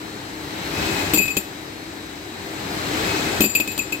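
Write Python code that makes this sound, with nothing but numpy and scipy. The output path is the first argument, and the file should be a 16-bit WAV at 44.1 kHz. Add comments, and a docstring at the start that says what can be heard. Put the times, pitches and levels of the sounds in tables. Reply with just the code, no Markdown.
"""A hand-held steel ring slides over a gauge plate on a sheet-metal trolley, then rocks and clinks against it.
Each contact sums a burst of noise (crack), damped low sines of the trolley (thud) and the ring's own
chattering modes, damped by the fingers; friction during the slide sustains the same modes as narrow-band tones.
Workshop machinery rushes (filtered noise) and whines (wavering tones) behind; one level curve lifts this
background twice and lowers it at the first clink of each group."""
import sys
import numpy as np
from scipy import signal
from scipy.fft import rfft, irfft
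from scipy.io import wavfile

SR = 44100
rng = np.random.default_rng(int(sys.argv[2]) if len(sys.argv) > 2 else 0)


def transcribe(u):
    """Save the signal u as a 16-bit wav file named by the first command-line argument.

    u: samples, shape (n,) or (channels, n), limited to [-1, 1]; the rate is SR.
    q: integer samples, one column per channel.
    """
    v = np.clip(np.atleast_2d(u).T, -1, 1)
    q = np.round(v * 32767).astype(np.int16)
    wavfile.write(sys.argv[1], SR, q)


N = 176400
T = np.arange(N) / SR   # time, s


def from_db(db):
    """Logarithmic level: decibels to amplitude gain."""
    return 10 ** (np.asarray(db) / 20)


def rms_one(x):
    """Normalization by mean power: scale to unit rms."""
    return x / np.sqrt(np.mean(np.abs(x) ** 2) + 1e-20)


def in_time(rows):
    """Linear interpolation: a control curve at every sample."""
    return np.interp(T, *np.transpose(rows))


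def at_hz(points, hz):
    """Logarithmic frequency scale: interpolate a table on it."""
    f, values = np.transpose(points)
    return np.interp(np.log(hz), np.log(f), values)


def pan(lean_db):
    """Interchannel level difference: left and right gains of unit mean power."""
    return rms_one(from_db(np.array([[lean_db], [-lean_db]]) / 2))


def ports(hz, lag_s):
    """Interchannel phase difference: the left channel trails the right by the lag."""
    return np.exp(2j * np.pi * hz * lag_s * np.array([[0], [1]]))


def wander(hz, size):
    """Narrow-band random process: complex noise through two equal low-pass poles at hz, near unit power."""
    step = 20   # samples between drawn values
    warm_up = 2000   # drawn values discarded while the filter settles
    pole = np.exp(-2 * np.pi * hz * step / SR)
    noise = rng.standard_normal((size // step + warm_up + 2, 2)) @ [1, 1j]
    slow = rms_one(signal.lfilter([1], [1, -2 * pole, pole * pole], noise)[warm_up:])
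    return np.interp(np.arange(size) / step, np.arange(len(slow)), slow)


def stereo_wander(hz):
    """Interchannel incoherence: an independent random process in each channel."""
    return np.array([wander(hz, size=N), wander(hz, size=N)])


def coloured(x, spectrum, balance):
    """Minimum-phase filtering: a causal response of unit power with the given spectrum and balance."""
    size = 8192
    hz = np.maximum(np.arange(size // 2 + 1) * SR / size, 1)
    lean = from_db(at_hz(balance, hz))
    sides = np.array([lean, np.ones_like(lean)]) / np.hypot(lean, 1)
    gain = rms_one(from_db(at_hz(spectrum, hz)) * sides)
    # folding the cepstrum onto positive time makes the phase minimum
    fold = np.r_[1, np.full(size // 2 - 1, 2), 1, np.zeros(size // 2 - 1)]
    response = irfft(np.exp(rfft(irfft(np.log(gain)) * fold)))
    return signal.fftconvolve(x, response, axes=1)[:, :N]


def decay(t, t60):
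    """Exponential damping: amplitude falls by 60 dB in t60 seconds."""
    return np.exp(-np.log(1000) * t / t60)


def add(out, s, x):
    """Superposition: mix a sound in at time s, cut at the end."""
    i = int(s * SR)
    out[:, i:i + x.shape[-1]] += x[..., :N - i]


# gain curve that lifts and lowers the whole background, noise and tones together:
# t/s, level/dB before each source's own gain
BACKGROUND_LEVEL = [(0, -35.5), (.38, -35), (.55, -31.5), (.73, -28), (.79, -24.5), (1.0, -24), (1.13, -26),
                    (1.2, -33), (1.4, -36.5), (2.3, -36.5), (2.5, -33), (2.8, -27.5), (3.08, -23),
                    (3.39, -25), (3.48, -36), (3.7, -35.5), (4, -35)]
# spectral density of the rush: f/Hz, relative level/dB per Hz
RUSH_SPECTRUM = [(30, -42), (41, -16.5), (58, -6.5), (180, -4), (240, -6.5), (320, -1), (460, -7.5),
                 (600, -9.5), (860, -7.5), (1020, -11), (1300, -10.5), (1850, -10), (2300, -11.5),
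                 (2800, -15), (4300, -16.5), (5500, -20.5), (7000, -22), (8100, -19.5), (8950, -33),
                 (10200, -32), (11800, -25.5), (15600, -32)]
# stereo balance of the rush: f/Hz, left minus right level/dB
RUSH_BALANCE = [(60, 2), (200, 2.5), (700, 5.5), (6000, 2.5), (8100, 17.5), (10300, 23), (11500, 8),
                (14000, 4)]
# interchannel coherence of the rush: f/Hz, left-right correlation/1
RUSH_CORRELATION = [(50, 0.93), (150, 0.97), (330, 0.8), (600, 0.36), (850, 0.069), (1300, -0.45),
                    (2200, 0.12), (4000, 0.1), (12000, -0.17)]
RUSH_DB = 1
FLICKER_DB, FLICKER_HZ = 1.1, 12   # the flicker's rms is 0.71 of this depth
BASS_FOLLOWS, BASS_EDGE_HZ = 0.91, 600   # share of the gain change, in dB, given to bands below the edge


def workshop(level_db):
    """Band-filtered noise: third octaves flicker independently; the gain curve moves the bass a little less."""
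    edges = 20 * 2 ** (np.arange(31) / 3)
    white, out = rng.standard_normal((2, 2, N)), 0
    for k, (low, high) in enumerate(zip(edges, edges[1:])):
        hz = np.sqrt(low * high)
        band = signal.butter(2, [low, high], "band", fs=SR, output="sos")
        mid, side = signal.sosfilt(band, white[k % 2])   # neighbouring bands use different noise
        alike = np.clip(at_hz(RUSH_CORRELATION, hz), -.99, .99)
        follows = BASS_FOLLOWS if hz < BASS_EDGE_HZ else 1
        lift_db = follows * (level_db - level_db.mean())
        gain = from_db(lift_db + FLICKER_DB * wander(FLICKER_HZ, size=N).real)
        common = np.sqrt((1 + alike) / 2) * mid
        opposed = np.sqrt((1 - alike) / 2) * side * [[1], [-1]]
        out = out + gain * (common + opposed)
    return from_db(RUSH_DB + level_db.mean()) * coloured(out, RUSH_SPECTRUM, RUSH_BALANCE)


# motor drones and whines: f/Hz
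MACHINE_TONE_HZ = [100, 286, 316, 393, 447, 895, 3750, 3850, 3950, 4050, 4249, 4948]
# the same tones: level/dB relative to the mean background level, bandwidth of the waver/Hz
MACHINE_TONES = [(-20.5, 2.5), (-13, 5.8), (-10, 10.3), (-15, 3.1), (-22.5, 3.4), (-24.5, 3.9), (-22, 1.3),
                 (-29, 1.5), (-17, 2.2), (-25, 2.5), (-19, 2.9), (-25, 1.4)]
HUM_LAG_S = 0.00018


def hum(level_db, drone_follows=0.59, whine_follows=.9, lean_db=3, waver=0.46):
    """Random modulation of steady tones: wavering motor drones and a comb of thin whines."""
    out = 0
    for hz, (db, width_hz) in zip(MACHINE_TONE_HZ, MACHINE_TONES):
        follows = drone_follows if hz < BASS_EDGE_HZ else whine_follows
        gain = from_db(db + follows * (level_db - level_db.mean()))
        envelope = rms_one(.5 + waver * wander(width_hz, size=N))
        tone = envelope * np.exp(2j * np.pi * (hz * T + rng.random()))
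        out = out + gain * (tone * ports(hz, HUM_LAG_S)).real
    return np.sqrt(2) * out * pan(lean_db) * from_db(level_db.mean())   # root 2: unit rms of a real tone


# pressure of the sliding ring: t/s, level/dB before the levels of the modes
SLIDE_PRESSURE = [(0, -67), (.7, -57), (.77, -31.5), (1.1, -28.5), (1.2, -60), (2.5, -54), (2.9, -44),
                  (3.1, -28.5), (3.38, -35), (3.46, -53)]
# nominal pitches of the ring's modes: f/Hz
RING_MODE_HZ = [2556, 4676, 7222, 12530, 13685]
# the same modes: relative level/dB, left minus right level/dB, t60 relative to the contact's/1
RING_MODE_SHAPE = [(-1, 6, 0.75), (-13, 4, 1.9), (0.5, 13.5, 1.74), (-3.5, 10, 1.02), (-0.5, 9, 0.82)]
SLIDE_WIDTH_HZ = 35


def sliding(tilt_db_per_octave=-9):
    """Frictional excitation: the ring's modes sing softly as narrow-band tones, the low one most."""
    song = 0
    for hz, (db, lean_db, _) in zip(RING_MODE_HZ, RING_MODE_SHAPE):
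        tilt_db = tilt_db_per_octave * np.log2(hz / RING_MODE_HZ[0])
        tone = stereo_wander(SLIDE_WIDTH_HZ) * np.exp(2j * np.pi * hz * T)
        song = song + from_db(db + tilt_db) * pan(lean_db) * tone.real
    return from_db(in_time(SLIDE_PRESSURE)) * song


# contacts of ring and plate: t/s, crack level/dB, thud level/dB,
# low, middle and top ring tone level/dB, ring t60/s before each mode's factor
CONTACT_ROWS = [(1.1355, -14, -13.5, -17, -15, -14.5, 0.082), (1.1418, -19, -12, -16, -24, -26, .1),
                (1.158, -33, -17, -16, -17, -23, 0.095), (1.174, -21, -15, -24, -14.5, -20, 0.093),
                (1.1784, -34, -27, -6.5, -21, -21, 0.094), (1.1994, -36, -14, -24, -30, -32, .1),
                (1.211, -40, -19, -12, -23.5, -23, 0.2), (1.255, -28, -29, -21.5, -28, -32, 0.091),
                (1.2789, -24.5, -25, -21, -38, -40, 0.34), (1.302, -38, -40, -19, -26, -33, 0.13),
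                (1.3676, -18, -13, -14, -18, -18, 0.066), (3.406, -13.5, -4.5, -12, -30, -17, .11),
                (3.418, -21, -36, -23, -16.5, -18, 0.098), (3.439, -22, -11, -11, -16.5, -17, .07),
                (3.457, -33, -15.5, -27, -20.5, -29, 0.08), (3.494, -44, -27, -31, -24, -37, 0.23),
                (3.5501, -19, -22, -5.5, -14, -16, 0.088), (3.5999, -20, -17, -13, -25.5, -22.5, .1),
                (3.675, -25.5, -21.5, -21.5, -28.5, -36, 0.25), (3.7156, -30, -36, -42, -32, -34, 0.15),
                (3.7777, -24, -21.5, -34, -23.5, -27, 0.11), (3.7878, -29, -25, -13.5, -23.5, -33, 0.072),
                (3.814, -44, -37, -33, -32, -39, 0.21), (3.9226, -24.5, -24, -12, -24.5, -26.5, 0.037)]
# spectral density of the crack: f/Hz, relative level/dB per Hz
CRACK_SPECTRUM = [(200, 4), (600, 3.5), (1500, -4), (3200, 4.5), (6000, -5), (8200, 3.5), (10000, -5.5),
                  (11800, -9), (15000, -7.5)]
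# stereo balance of the crack: f/Hz, left minus right level/dB
CRACK_BALANCE = [(300, 2.8), (3000, 6.6), (6500, 2), (8200, 23), (11000, 27), (14000, 29)]
CRACK_T60_S, CRACK_TAIL_DB, CRACK_TAIL_T60_S = 0.031, -13.5, 0.31
CRACK_GRAIN_DB, CRACK_GRAIN_HZ = 6.5, 600   # the grain's rms is 0.71 of this depth


def cracks():
    """Broadband impact noise: a gritty burst at each contact, with a short diffuse tail."""
    out, t = np.zeros((2, N)), T[:SR // 3]
    for s, db, *_ in CONTACT_ROWS:
        grit = rms_one(from_db(CRACK_GRAIN_DB * wander(CRACK_GRAIN_HZ, size=len(t)).real))
        tail = from_db(CRACK_TAIL_DB) * decay(t, CRACK_TAIL_T60_S)
        shape = grit * decay(t, CRACK_T60_S) + tail
        add(out, s, from_db(db) * shape * rng.standard_normal((2, len(t))))
    return coloured(out, CRACK_SPECTRUM, CRACK_BALANCE)


# trolley and plate modes: nominal f/Hz, level/dB relative to the contact's thud, t60/s
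TROLLEY_MODES = [(125, -21, 0.092), (216.3, -7.5, 0.12), (292, 1, 0.049), (377.7, -6, .06),
                 (559, -10, 0.041), (810, -14, .03)]


def thuds(lean_db=3.0, rise_s=0.0015, scatter=0.039):
    """Impulsive modal excitation: the plate passes each blow to the trolley's damped low modes."""
    out, t = np.zeros((2, N)), T[:SR // 3]
    for s, _, db, *_ in CONTACT_ROWS:
        body = 0
        for hz, mode_db, t60 in TROLLEY_MODES:
            pitch = hz * (1 + scatter * rng.standard_normal())
            body = body + from_db(db + mode_db) * decay(t, t60) * np.sin(2 * np.pi * pitch * t)
        add(out, s, -pan(lean_db) * body * (1 - np.exp(-t / rise_s)))
    return out


# the ring also plays the contact and ring mode tables above
MODE_REGISTER = [0, 1, 1, 2, 2]   # low, middle or top tone level for each mode
MODE_SPLIT, TWIN_DB = .005, -13.5   # relative frequency gap and level of each mode's twin
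MODE_SCATTER = 0.0014   # relative pitch scatter from the grip
RING_RISE_S, RING_LAG_S = 0.003, .00007
AFTER_RING_DB, AFTER_RING_T60_S = -23.5, 0.57
CHATTER, CHATTER_HZ, CHATTER_T60_S = 0.77, 40, 0.12   # bandwidth on the lowest mode, rising with pitch
RASP, RASP_HZ = 0.51, 131   # share and bandwidth of the fastest chatter


def ring():
    """Split normal modes: each contact excites beating twins that chatter, then ring on faintly."""
    out, t = 0, T[:SR // 2]
    latest = np.searchsorted([c[0] for c in CONTACT_ROWS], T)
    rise = 1 - np.exp(-t / RING_RISE_S)
    for hz, (db, lean_db, length), register in zip(RING_MODE_HZ, RING_MODE_SHAPE, MODE_REGISTER):
        energy = np.zeros((2, N))   # clean ringing, chatter; contacts add in energy
        for s, _, _, *tones_db, t60 in CONTACT_ROWS:
            after_ring = from_db(AFTER_RING_DB) * decay(t, AFTER_RING_T60_S)
            clean = decay(t, t60 * length) + after_ring
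            parts = np.array([clean, CHATTER * decay(t, CHATTER_T60_S)])
            add(energy, s, (from_db(tones_db[register]) * rise * parts) ** 2)
        clean, rough = np.sqrt(energy)
        # each contact shifts the pitch a little
        pitch = hz * (1 + MODE_SCATTER * rng.standard_normal(len(CONTACT_ROWS) + 1))[latest]
        carrier = np.exp(2j * np.pi * np.cumsum(pitch) / SR)
        twin = from_db(TWIN_DB) * np.exp(2j * np.pi * (hz * MODE_SPLIT * T + rng.random((2, 1))))
        chatter = stereo_wander(CHATTER_HZ * hz / RING_MODE_HZ[0]) + RASP * stereo_wander(RASP_HZ)
        body = clean * (1 + twin) + rough * chatter
        out = out + from_db(db) * pan(lean_db) * (body * carrier * ports(hz, RING_LAG_S)).real
    return out


def scene():
    """Superposition of sources: the ring on its plate in front of the machinery."""
    level_db = in_time(BACKGROUND_LEVEL)
    background = workshop(level_db) + hum(level_db)
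    return background + sliding() + cracks() + thuds() + ring()


def record(dry):
    """Saturation and band limiting: peaks are rounded and the top is cut."""
    rounded = 1.245 * np.tanh(dry / 1.151)
    top_cut = signal.ellip(10, .1, 80, 15780, fs=SR, output="sos")   # order, ripple/dB, stop/dB, edge/Hz
    return signal.sosfilt(top_cut, rounded)


dry = scene()
out = record(dry)
transcribe(out)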